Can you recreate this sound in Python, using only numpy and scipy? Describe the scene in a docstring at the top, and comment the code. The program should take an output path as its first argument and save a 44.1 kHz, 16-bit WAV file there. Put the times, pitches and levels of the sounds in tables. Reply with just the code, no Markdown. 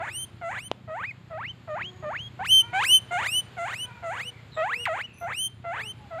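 """On a garden patio, a guinea pig wheeks sixteen times, close to the microphone.
Each wheek is a stack of harmonics on a gliding pitch: a low buzzy note, a raspy rise, a clean whistle.
Shaped noise adds rasp, hiss and fizz, and a shaped impulse makes one sharp knock.
Behind them are a throbbing low hum with rumble and faint garden air (sines and noise),
far hooting calls (sines with overtones) and small birds (sine chirps, blurred)."""
import sys
import numpy as np
from scipy import signal
from scipy.fft import rfft, irfft
from scipy.io import wavfile
from scipy.ndimage import uniform_filter1d

SR = 44100
rng = np.random.default_rng(int(sys.argv[2]) if len(sys.argv) > 2 else 0)


def file_out(sig):
    """Save sig as 16-bit WAV at sys.argv[1]."""
    # one column per channel
    cols = np.atleast_2d(sig).T
    # limit, then scale
    lim = np.clip(cols, -1, 1)
    pcm = np.round(lim * 32767).astype(np.int16)
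    wavfile.write(sys.argv[1], SR, pcm)


N = 273420
T = np.arange(N) / SR  # time of every sample, in seconds

# The wheeks, one a row; levels are before the gains added later:
# (start [s], time on the low note [s], time of the glide [s], time of the climb into the whistle [s],
#  length [s], first pitch [Hz], low note [Hz], whistle pitch aimed at [Hz],
#  bend of the glide [1 = even], share of pitch lost at the end [0-1],
#  buzz level [dB], glide level [dB], whistle level [dB], fade of the whistle [dB, negative swells],
#  buzz brightness [dB], glide brightness [dB], whistle brightness [dB], rasp level [dB], hiss level [dB])
WHEEKS = [ (0.0, 0.013, 0.093, .125, 0.25, 661, 653, 3112, 1.13, 0.0026, -26, -40.5, -44.5, -7, -3.5, -19, 22, -36.5, -62),
          (.412, 0.075, 0.11, .117, 0.27, 722, 677.7, 3210, 1.11, 0.064, -32, -38.5, -53.5, -11, -3.5, -15.5, 20.5, -36.5, -63.5),
          (0.876, 0.057, 0.13, 0.051, 0.24, 652, 628, 2606, 1.24, .26, -33.5, -35.5, -39.5, -10, -6, -28, -33.5, -52, -73.5),
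          (1.301, 0.071, 0.092, 0.078, 0.22, 687, 635, 3373, 0.93, .16, -35, -36.5, -41.5, -2, -7.5, -35, -22, -67, -92),
          (1.675, 0.072, 0.08, .071, 0.23, 697, 610, 3283, 1.23, .015, -31, -34.5, -45, 0.5, -7, -36, -26, -41.5, -84),
          (2.025, 0.064, 0.082, 0.08, 0.26, 633, 604, 3270, 1.23, .02, -31, -34.5, -49, -6, -6, -52, -9, -47, -78),
          (2.391, 0.021, 0.057, 0.068, 0.23, 706, 774, 3113, 1.89, .07, -26.5, -34.5, -19.5, 0.5, -10.5, 2, 7.5, -69, -65),
          (2.73, 0.039, 0.088, 0.11, 0.26, 698, 765, 3085, 2.13, 0.037, -24, -27, -17.5, 9.5, 2, 5, 12.5, -58, -56),
          (3.108, 0.06, 0.11, 0.16, 0.3, 695, 707.5, 3089, 1.2, 0.052, -26.5, -32, -27.5, -2.5, 0.5, 0.5, 10, -34, -54.5),
          (3.568, .076, 0.11, .1, 0.29, 745, 684.5, 3027, 1.1, 0.012, -31, -38.5, -37, -4, -1, 0.5, 8.5, -37.5, -58),
          (4.025, .075, .123, .18, .277, 713, 665, 3439, 1.06, .11, -31.5, -37, -41.5, -8.5, -4.5, -5.5, 4.5, -39, -61),
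          (4.565, 0.055, 0.13, 0.12, 0.29, 626, 636, 2993, 1.5, 0.17, -24.5, -31, -39, -7, -2.5, -21, 3, -56.5, -66),
          (4.853, 0.072, 0.095, 0.074, 0.21, 2796, 642, 3339, 1.44, .14, -28.5, -35.5, -43.5, -10, -1.5, -9, -20, -37, -63.5),
          (5.21, 0.045, 0.085, 0.11, .27, 696, 675.6, 3124, 1.45, 0.014, -30.5, -35, -35.5, -3, -9.5, -24, 16.5, -37.5, -67),
          (5.641, 0.074, .11, 0.14, 0.28, 702, 677, 3257, 1.02, .085, -32, -36.5, -43.5, -7.5, -4, -9, 7.5, -37, -70),
          (6.105, 0.07, 0.11, 0.091, 0.28, 694, 648, 3000, 1.06, .05, -34, -37.5, -38, 0, -8.5, -8.5, 9, -53, -77)]
# How the throat colours the overtones: (frequency [Hz], level [dB])
THROAT_COLOUR = [(1200, -6.5), (2100, -2), (3000, -5.5), (4000, -11.5), (5200, -20), (6200, -14.5),
                 (7200, -14.5), (9100, -8), (10500, -18), (12200, -17), (13500, -12), (15200, -26)]
# Peaks and dips that the lowest harmonic sweeps through: (frequency [Hz], level [dB])
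FUNDAMENTAL_COLOUR = [(650, -1), (900, -0.5), (1030, -0.6), (1400, -0.1), (1650, 2.2), (2150, 4.5),
                      (2400, -6.5), (2520, 3.5), (2680, -9.5), (2820, 1.8), (3100, 5.5)]
# Colour of the hiss of leaking breath: (frequency [Hz], relative level [dB])
HISS_COLOUR = [(2500, -26), (4200, -4), (5300, -24), (6300, 0), (7100, 6.5), (8000, -3), (9300, -4.5),
               (10600, -24), (12500, -22.5), (14200, -17), (16000, -21.5)]
# Colour of the low rumble: (frequency [Hz], relative level [dB])
RUMBLE_COLOUR = [(13, -50), (22, -38.5), (32, -35), (59, -18.5), (81, -0.5), (114, 4), (130, -4), (151, -4),
                 (184, -5), (205, -7), (301, -15), (358, -15.5), (420, -22), (550, -44.5), (920, -120)]
# Colour of the garden air: (frequency [Hz], relative level [dB])
AIR_COLOUR = [(200, -22.5), (380, 0.5), (1000, -1), (1800, -3), (3200, -6), (4500, -12), (5900, -25.5),
              (7200, -16.5), (9500, -36), (11500, -27.5), (13500, -32.5), (15500, -55)]
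# Steady notes in the hum, before throb and swell: (mean pitch [Hz], level [dB])
HUM_NOTES = [(108, -56), (124, -51)]
# Slow swell of the hum and rumble: (time [s], level [dB])
HUM_SWELL = [(0, 0.5), (1.2, -1), (2.2, 2.5), (3.2, -0.5), (4.7, -1.5), (6.2, 1)]
# Far hooting calls, before the gain of the far sounds:
# (start [s], end [s], first pitch [Hz], last pitch [Hz], level [dB], overtones against the lowest tone [dB])
HOOTS = [(.05, 0.443, 355, 327, -60.5, -30), (1.8, 2.074, 366.7, 370.8, -56, -6.5),
         (2.55, 2.999, 338.8, 334, -56.5, -29), (2.62, 2.897, 461.3, 520.4, -60, 10),
         (3.836, 3.996, 492, 472.5, -70.5, 18), (4.13, 4.298, 499, 483.6, -56, -8),
         (4.7, 4.87, 483, 467.5, -48, -14.5), (5.757, 5.881, 445.6, 423.3, -54, -3),
         (5.99, 6.085, 865, 798, -54.5, -40)]
# Colour of the knock: (frequency [Hz], relative level [dB])
KNOCK_COLOUR = [(40, -17), (150, -7.5), (600, 1), (1000, -4), (1600, -19), (1950, -21), (2400, -16),
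                (3000, -8), (4000, -17), (4600, -30), (5400, -25.5), (8300, -42), (13500, -50),
                (16000, -53)]
# Small birds, before the gain of the far sounds:
# (start [s], end [s], first pitch [Hz], last pitch [Hz], level [dB])
CHIRPS = [(1.702, 2.252, 6830, 6606, -69.5), (4.316, 4.408, 2323, 2084, -56.5),
          (4.524, 4.576, 4100, 3513, -47), (4.546, 4.603, 7706, 7334, -58.5),
          (5.071, 5.196, 2736, 2477, -55), (5.132, 5.214, 10080, 9880, -63.5),
          (5.182, 5.226, 13200, 13190, -64), (5.138, 5.261, 6100, 6000, -63),
          (5.964, 6.017, 10170, 10000, -74.5)]
# How long the patio rings in each band: (frequency [Hz], time to die by 60 dB [s])
PATIO_RING = [(300, 0.53), (3000, 0.41), (9000, 0.33), (15000, 0.17)]

EDGE_HZ = 15800  # upper limit of the sound
KNOCK_S = .7152  # time of the knock
# Pitch: settles on the low note, glides to the register break, eases into the whistle, droops at the end
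SETTLE_S, BREAK_HZ, EASE_POWER, DROOP_S = .042, 2363, 2.5, .01
# Level: shares of glide and climb where glide level and whistle crest are reached; latest crest before the end
GLIDE_SHARE, CREST_SHARE, CREST_LEAD_S = 0.48, 0.86, 0.034
# Depth [dB] and time constant [s] of the soft start and end
ATTACK_DB, ATTACK_S, RELEASE_DB, RELEASE_S = 13.5, 0.014, 15, .008
# Brightness: dulls as the pitch rises to DULL_HZ, then opens across the break
DULL_HZ, OPEN_LEAD_S, OPEN_LAG_S = 1500, 0.03, 0.051
# Above this level, a swell goes more into the lowest harmonic (SQUEEZE: dB of brightness lost per dB)
KNEE_DB, SQUEEZE = -28, 0.75
# The rasp sets in just after the pitch lifts and lets go just before the break
RASP_LAG_S, RASP_LEAD_S, RASP_FADE_S = .02, 0.0078, .016
FLUTTER = .27  # depth of the rasp's second oscillation
# Waver of pitch on each part (shares), and of level in the glide (dB)
BUZZ_WAVER, GLIDE_WAVER, WHISTLE_WAVER, GLIDE_WAVER_DB = .008, .016, .0018, 1.2
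# A loud whistle breaks into a spurt of fizz shortly before it ends
SPURT_LEAD_S, SPURT_S, SPURT_RISE_DB = 0.028, 0.041, 13


def gain_of(db):
    """Turns decibels into amplitude."""
    return 10 ** (np.asarray(db) / 20)


def evened(x):
    """Scales a sound to an average strength (rms) of 1."""
    return x / np.sqrt(np.mean(x ** 2) + 1e-20)


def read(points, hz):
    """Reads a table between its points, on a logarithmic frequency axis."""
    point_hz, value = np.transpose(points)
    return np.interp(np.log(hz + 1), np.log(point_hz), value)


def shaped_noise(gain):
    """Noise of rms 1: random samples with each frequency scaled by a gain."""
    spectrum = rfft(rng.standard_normal(N))
    return evened(irfft(spectrum * gain, N))


def noise(points):
    """Noise of rms 1 with the colour in a table."""
    hz = np.fft.rfftfreq(N, 1 / SR)
    return shaped_noise(gain_of(read(points, hz)))


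def band(centre_hz, width_hz):
    """Noise of rms 1 in a bell-shaped band; around zero it is a random wander."""
    hz = np.fft.rfftfreq(N, 1 / SR)
    return shaped_noise(np.exp(-((hz - centre_hz) / width_hz) ** 2 / 2))


def gate(start, end, fade):
    """Is one between two times, with straight ramps centred on them."""
    return np.clip(np.minimum(T - start, end - T) / fade + .5, 0, 1)


def phase_of(hz):
    """Adds up a pitch curve into the running phase of a wave."""
    return 2 * np.pi * np.cumsum(hz) / SR


def wheek(start, hold, glide, climb, length, first_hz, low_hz, top_hz, bend, droop,
          buzz_db, glide_db, whistle_db, fade_db, buzz_bright_db, glide_bright_db, whistle_bright_db):
    """Plans one call as rows of time, pitch, level and brightness: low note, glide to the break, whistle."""
    t = np.arange(0, length, 1 / 4000)
    at_break = hold + glide

    settling = np.clip(1 - t / SETTLE_S, 0, 1) ** 2
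    gliding = np.clip((t - hold) / glide, 0, 1) ** bend
    climbing = 1 - np.clip(1 - (t - at_break) / climb, 0, 1) ** EASE_POWER
    hz = low_hz * (first_hz / low_hz) ** settling * (BREAK_HZ / low_hz) ** gliding
    hz = hz + (top_hz - BREAK_HZ) * climbing
    hz = hz * (1 - droop * np.exp((t - length) / DROOP_S))

    crest = min(at_break + CREST_SHARE * climb, length - CREST_LEAD_S)
    level_db = np.interp(t, [hold, hold + GLIDE_SHARE * glide, at_break, crest, length],
                         [buzz_db, glide_db, glide_db, whistle_db, whistle_db - fade_db])
    from_rest = first_hz < 2 * low_hz  # a call that falls straight out of the last whistle needs no attack
    level_db = level_db - from_rest * ATTACK_DB * np.exp(-t / ATTACK_S)
    level_db = level_db - RELEASE_DB * np.exp((t - length) / RELEASE_S)

    opened = np.interp(t, [at_break - OPEN_LEAD_S, at_break + OPEN_LAG_S], [0, 1])
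    below_db = np.interp(hz, [low_hz, DULL_HZ], [buzz_bright_db, glide_bright_db])
    above_db = whistle_bright_db - SQUEEZE * np.maximum(level_db - KNEE_DB, 0)
    bright_db = (1 - opened) * below_db + opened * above_db
    return np.array([start + t, hz, level_db, bright_db])


def vocal_folds(hz, level_db, bright_db, raspy, creak, slope_db=10, buzz_fall_db=1.5,
                second_share=0.36, upper_share=0.85, shrill=0.24, buzz_shrill=0.73,
                jitter=0.00224, buzz_jitter=0.0171, rasp_jitter=0.02646, shimmer=0.0042, creak_depth=0.4):
    """Stacks the harmonics of the vibrating folds, coloured by the throat; returns the wave and its phase."""
    slack = np.interp(hz, [900, 2400], [1, 0])  # slack folds keep time less well than tight ones
    unsteady = jitter * band(0, 150) + buzz_jitter * slack * band(120.3, 170)
    unsteady = unsteady + rasp_jitter * raspy * band(0, 360)
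    phase = phase_of(hz * (1 + unsteady))

    # the louder the call, the harder the folds snap shut and the stronger the top harmonics
    shrill_db = shrill * (1 - slack) * np.maximum(level_db + 33, -6)
    shrill_db = shrill_db + buzz_shrill * slack * np.maximum(level_db + 25.5, -7)

    wave = gain_of(read(FUNDAMENTAL_COLOUR, hz)) * np.sin(phase)
    for k in range(2, 14):
        # pressing the folds harder lifts the third harmonic most
        share = np.interp(k, [2, 3, 4], [second_share, 1, upper_share])
        above_third = max(k - 3, 0)
        db = read(THROAT_COLOUR, k * hz) - slope_db * np.log2(k / 2) + share * bright_db
        db += shrill_db * min(above_third, 1) - buzz_fall_db * slack * above_third
        wave += gain_of(db) * (k * hz < EDGE_HZ) * np.sin(k * phase)

    # a second, wavering oscillation puts stray partials beside the harmonics
    flutter = FLUTTER * raspy * band(696, 130)
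    creaking = creak_depth * creak * band(220, 220)
    return wave * (1 + shimmer * band(0, 900) + flutter + creaking), phase


def guinea_pig(flick=0.066, half_db=-15, rasp_db=-4, crackle=0.19, rise_hiss_db=-26,
               whistle_hiss_db=-41, spurt_db=3, low_cut_hz=420):
    """Sounds the wheeks: folds tighten from buzz to whistle, beat irregularly on the rise and leak air."""
    s, *columns = np.hstack([wheek(*row[:-2]) for row in WHEEKS])
    s = np.maximum.accumulate(s)  # keeps time running forwards where calls overlap
    hz, level_db, bright_db = (np.interp(T, s, column) for column in columns)
    spans = [(start, start + length) for start, _, _, _, length, *_ in WHEEKS]
    rasps = [(start + hold + RASP_LAG_S, start + hold + glide - RASP_LEAD_S, db)
             for start, hold, glide, *_, db, _ in WHEEKS]
    sounding = np.minimum(sum(gate(start, end + .002, 0.003) for start, end in spans), 1)
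    level = gain_of(level_db) * sounding

    # pitch and level never sit quite still
    stages_hz = [750, 1050, 2200, 2800]
    waver = np.interp(hz, stages_hz, [BUZZ_WAVER, GLIDE_WAVER, GLIDE_WAVER, WHISTLE_WAVER])
    hz = hz * (1 + waver * band(0, 26))
    waver_db = np.interp(hz, stages_hz, [0, GLIDE_WAVER_DB, GLIDE_WAVER_DB, 0])
    level = level * gain_of(waver_db * band(0, 40))

    # the pitch flicks up as the folds close at the end
    closing = sum(gate(end - .002, end + .008, 0.002) for _, end in spans)
    hz = uniform_filter1d(hz, size=300) * (1 + flick * closing)

    # the folds need a moment to settle
    creak = sum(gate(start - .01, start + 0.022, 0.033) for start, _ in spans)
    raspy = sum(gate(start, end, RASP_FADE_S) * np.interp(db, [-55, -40], [.6, 1])
                for start, end, db in rasps)
    voice, phase = vocal_folds(hz, level_db, bright_db, raspy, creak)

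    # as the rasp lets go, strong and weak cycles alternate and sound the octave below
    doubling = sum(gate(end - .022, end + .025, 0.013) * min(gain_of(db + 33), 1) for _, end, db in rasps)
    octave_below = np.sin(phase / 2) + 1.2 * np.sin(3 * phase / 2)
    voice += gain_of(half_db) * doubling * octave_below * (1 + 0.64 * band(0, 120))

    # chaotic cycles fill the lowest throat resonance in uneven bursts
    resonance = band(1850, 400) + 0.44 * band(825, 260) + 0.065 * band(2200, 730)
    chaos = evened(resonance * np.exp(crackle * band(0, 250)))
    rasp_level = sum(gain_of(db) * gate(start, end, RASP_FADE_S) for start, end, db in rasps)
    rasp = gain_of(rasp_db) * chaos * rasp_level

    # air leaks in puffs through the slack folds
    hiss_db = np.interp(T, np.ravel(spans), [row[-1] for row in WHEEKS for _ in ("start", "end")])
    slack = np.interp(hz, [2200, 2800], [1, 0])
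    leak = slack * np.minimum(level / gain_of(-39), 1) * gain_of(hiss_db)
    # the airflow takes a moment to build, longer where the hiss is faint
    build_s = np.interp(hiss_db, [-66, -56], [.09, .02])
    flow = sum(np.clip((T - start) / build_s, 0, 1) * (T < end + .01) for start, end in spans)
    puffs = 1 + 0.51 * np.cos(phase)
    hiss = leak * np.minimum(flow, 1) * noise(HISS_COLOUR) * puffs

    # a higher fizz swells at the top of the rise and comes in spurts on the loudest whistles
    rise = np.interp(hz, [1100, 2200, 2650], [0, 1, 0]) * gain_of(rise_hiss_db + .5 * bright_db)
    late = sum(gate(end - SPURT_LEAD_S - SPURT_S / 2, end - SPURT_LEAD_S + SPURT_S / 2, .015)
               for _, end in spans)
    loud = np.interp(level_db, [-27, -19], [0, 1]) * (hz > BREAK_HZ)
    spurts = loud * gain_of(whistle_hiss_db + SPURT_RISE_DB * late + spurt_db * band(0, 16))
    fizz = level * (rise + spurts) * evened(band(8300, 1200) + .8 * band(13800, 1700))

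    # the voice carries nothing below a few hundred hertz
    low_cut = signal.butter(4, low_cut_hz, "highpass", fs=SR, output="sos")
    return signal.sosfilt(low_cut, level * voice + rasp + hiss + fizz)


def background(rumble_db=-50.5, air_db=-56, throb=0.46, air_swell_db=2.63):
    """Puts a throbbing low hum, like a far engine idling, under soft garden air: wavering sines and noise."""
    hum = sum(gain_of(db) * np.sin(phase_of(hz * (1 + 0.0272 * band(0, 6.45)))) for hz, db in HUM_NOTES)
    rumble = gain_of(rumble_db) * noise(RUMBLE_COLOUR)
    air = gain_of(air_db + air_swell_db * band(0, 0.43)) * noise(AIR_COLOUR)
    beat = 1 + throb * np.sin(phase_of(30.4 + band(0, 2)))  # about 30 throbs a second
    swell = gain_of(np.interp(T, *np.transpose(HUM_SWELL)))
    return (hum + rumble) * beat * swell + air


def hoots(waver=0.018):
    """Sounds far held calls, perhaps poultry: a wavering sine with a nasal stack of overtones."""
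    out, wander = np.zeros(N), 1 + waver * band(0, 25)
    for start, end, first_hz, last_hz, db, overtones_db in HOOTS:
        on = gate(start, end, 0.037)
        at = on > 0
        phase = phase_of(np.interp(T[at], [start, end], [first_hz, last_hz]) * wander[at])
        overtones = sum(gain_of(k_db) * np.sin(k * phase) for k, k_db in enumerate([0, -1, -11, -4], start=2))
        out[at] += gain_of(db) * on[at] * (np.sin(phase) + gain_of(overtones_db) * overtones)
    return out


def knock(peak_db=-9):
    """Makes one hard, dry tap from a coloured impulse: a hollow body under a brighter click."""
    log_gain = np.log(gain_of(read(KNOCK_COLOUR, abs(np.fft.fftfreq(N, 1 / SR)))))
    # this phase makes the tap ring only after it is struck
    tap = np.fft.ifft(np.exp(np.conj(signal.hilbert(log_gain)))).real
    return gain_of(peak_db) * np.roll(tap, round(KNOCK_S * SR)) / abs(tap).max()


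def birds(blur_hz=130):
    """Sounds thin chirps: gliding sines with a random wobble, blurred by distance and foliage."""
    out, blur = np.zeros(N), band(0, blur_hz)
    for start, end, first_hz, last_hz, db in CHIRPS:
        phase = phase_of(np.interp(T, [start, end], [first_hz, last_hz]))
        out += gain_of(db) * gate(start, end, 0.018) * np.sin(phase)
    return out * blur


def patio(x):
    """Adds a thin diffuse tail from pots and walls: noise whose bands each die at their own speed."""
    hz, t, z = signal.stft(rng.standard_normal(SR // 2), SR, nperseg=256)
    decay = gain_of(-60 * t / read(PATIO_RING, hz)[:, None])
    tail = signal.istft(z * decay, SR, nperseg=256)[1]
    tail = np.pad(tail, (SR // 200, 0))  # the echo arrives 5 ms late
    return signal.fftconvolve(x, tail / np.linalg.norm(tail))[:N]


def scene(voice_db=3, near_wet_db=-27, far_db=1, far_wet_db=-5):
    """Mixes the layers: near sounds are almost dry, far sounds carry more echo."""
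    near = gain_of(voice_db) * guinea_pig() + knock()
    far = gain_of(far_db) * (hoots() + birds())
    echo = patio(gain_of(near_wet_db) * near + gain_of(far_wet_db) * far)
    return (near + far + echo + background())[None]


def record(dry):
    """Applies the recorder's band limit: a filter that removes the treble above the edge."""
    lowpass = signal.firwin(511, EDGE_HZ, window=("kaiser", 9), fs=SR)
    return signal.oaconvolve(dry, lowpass[None], "same")


dry = scene()
out = record(dry)
file_out(out)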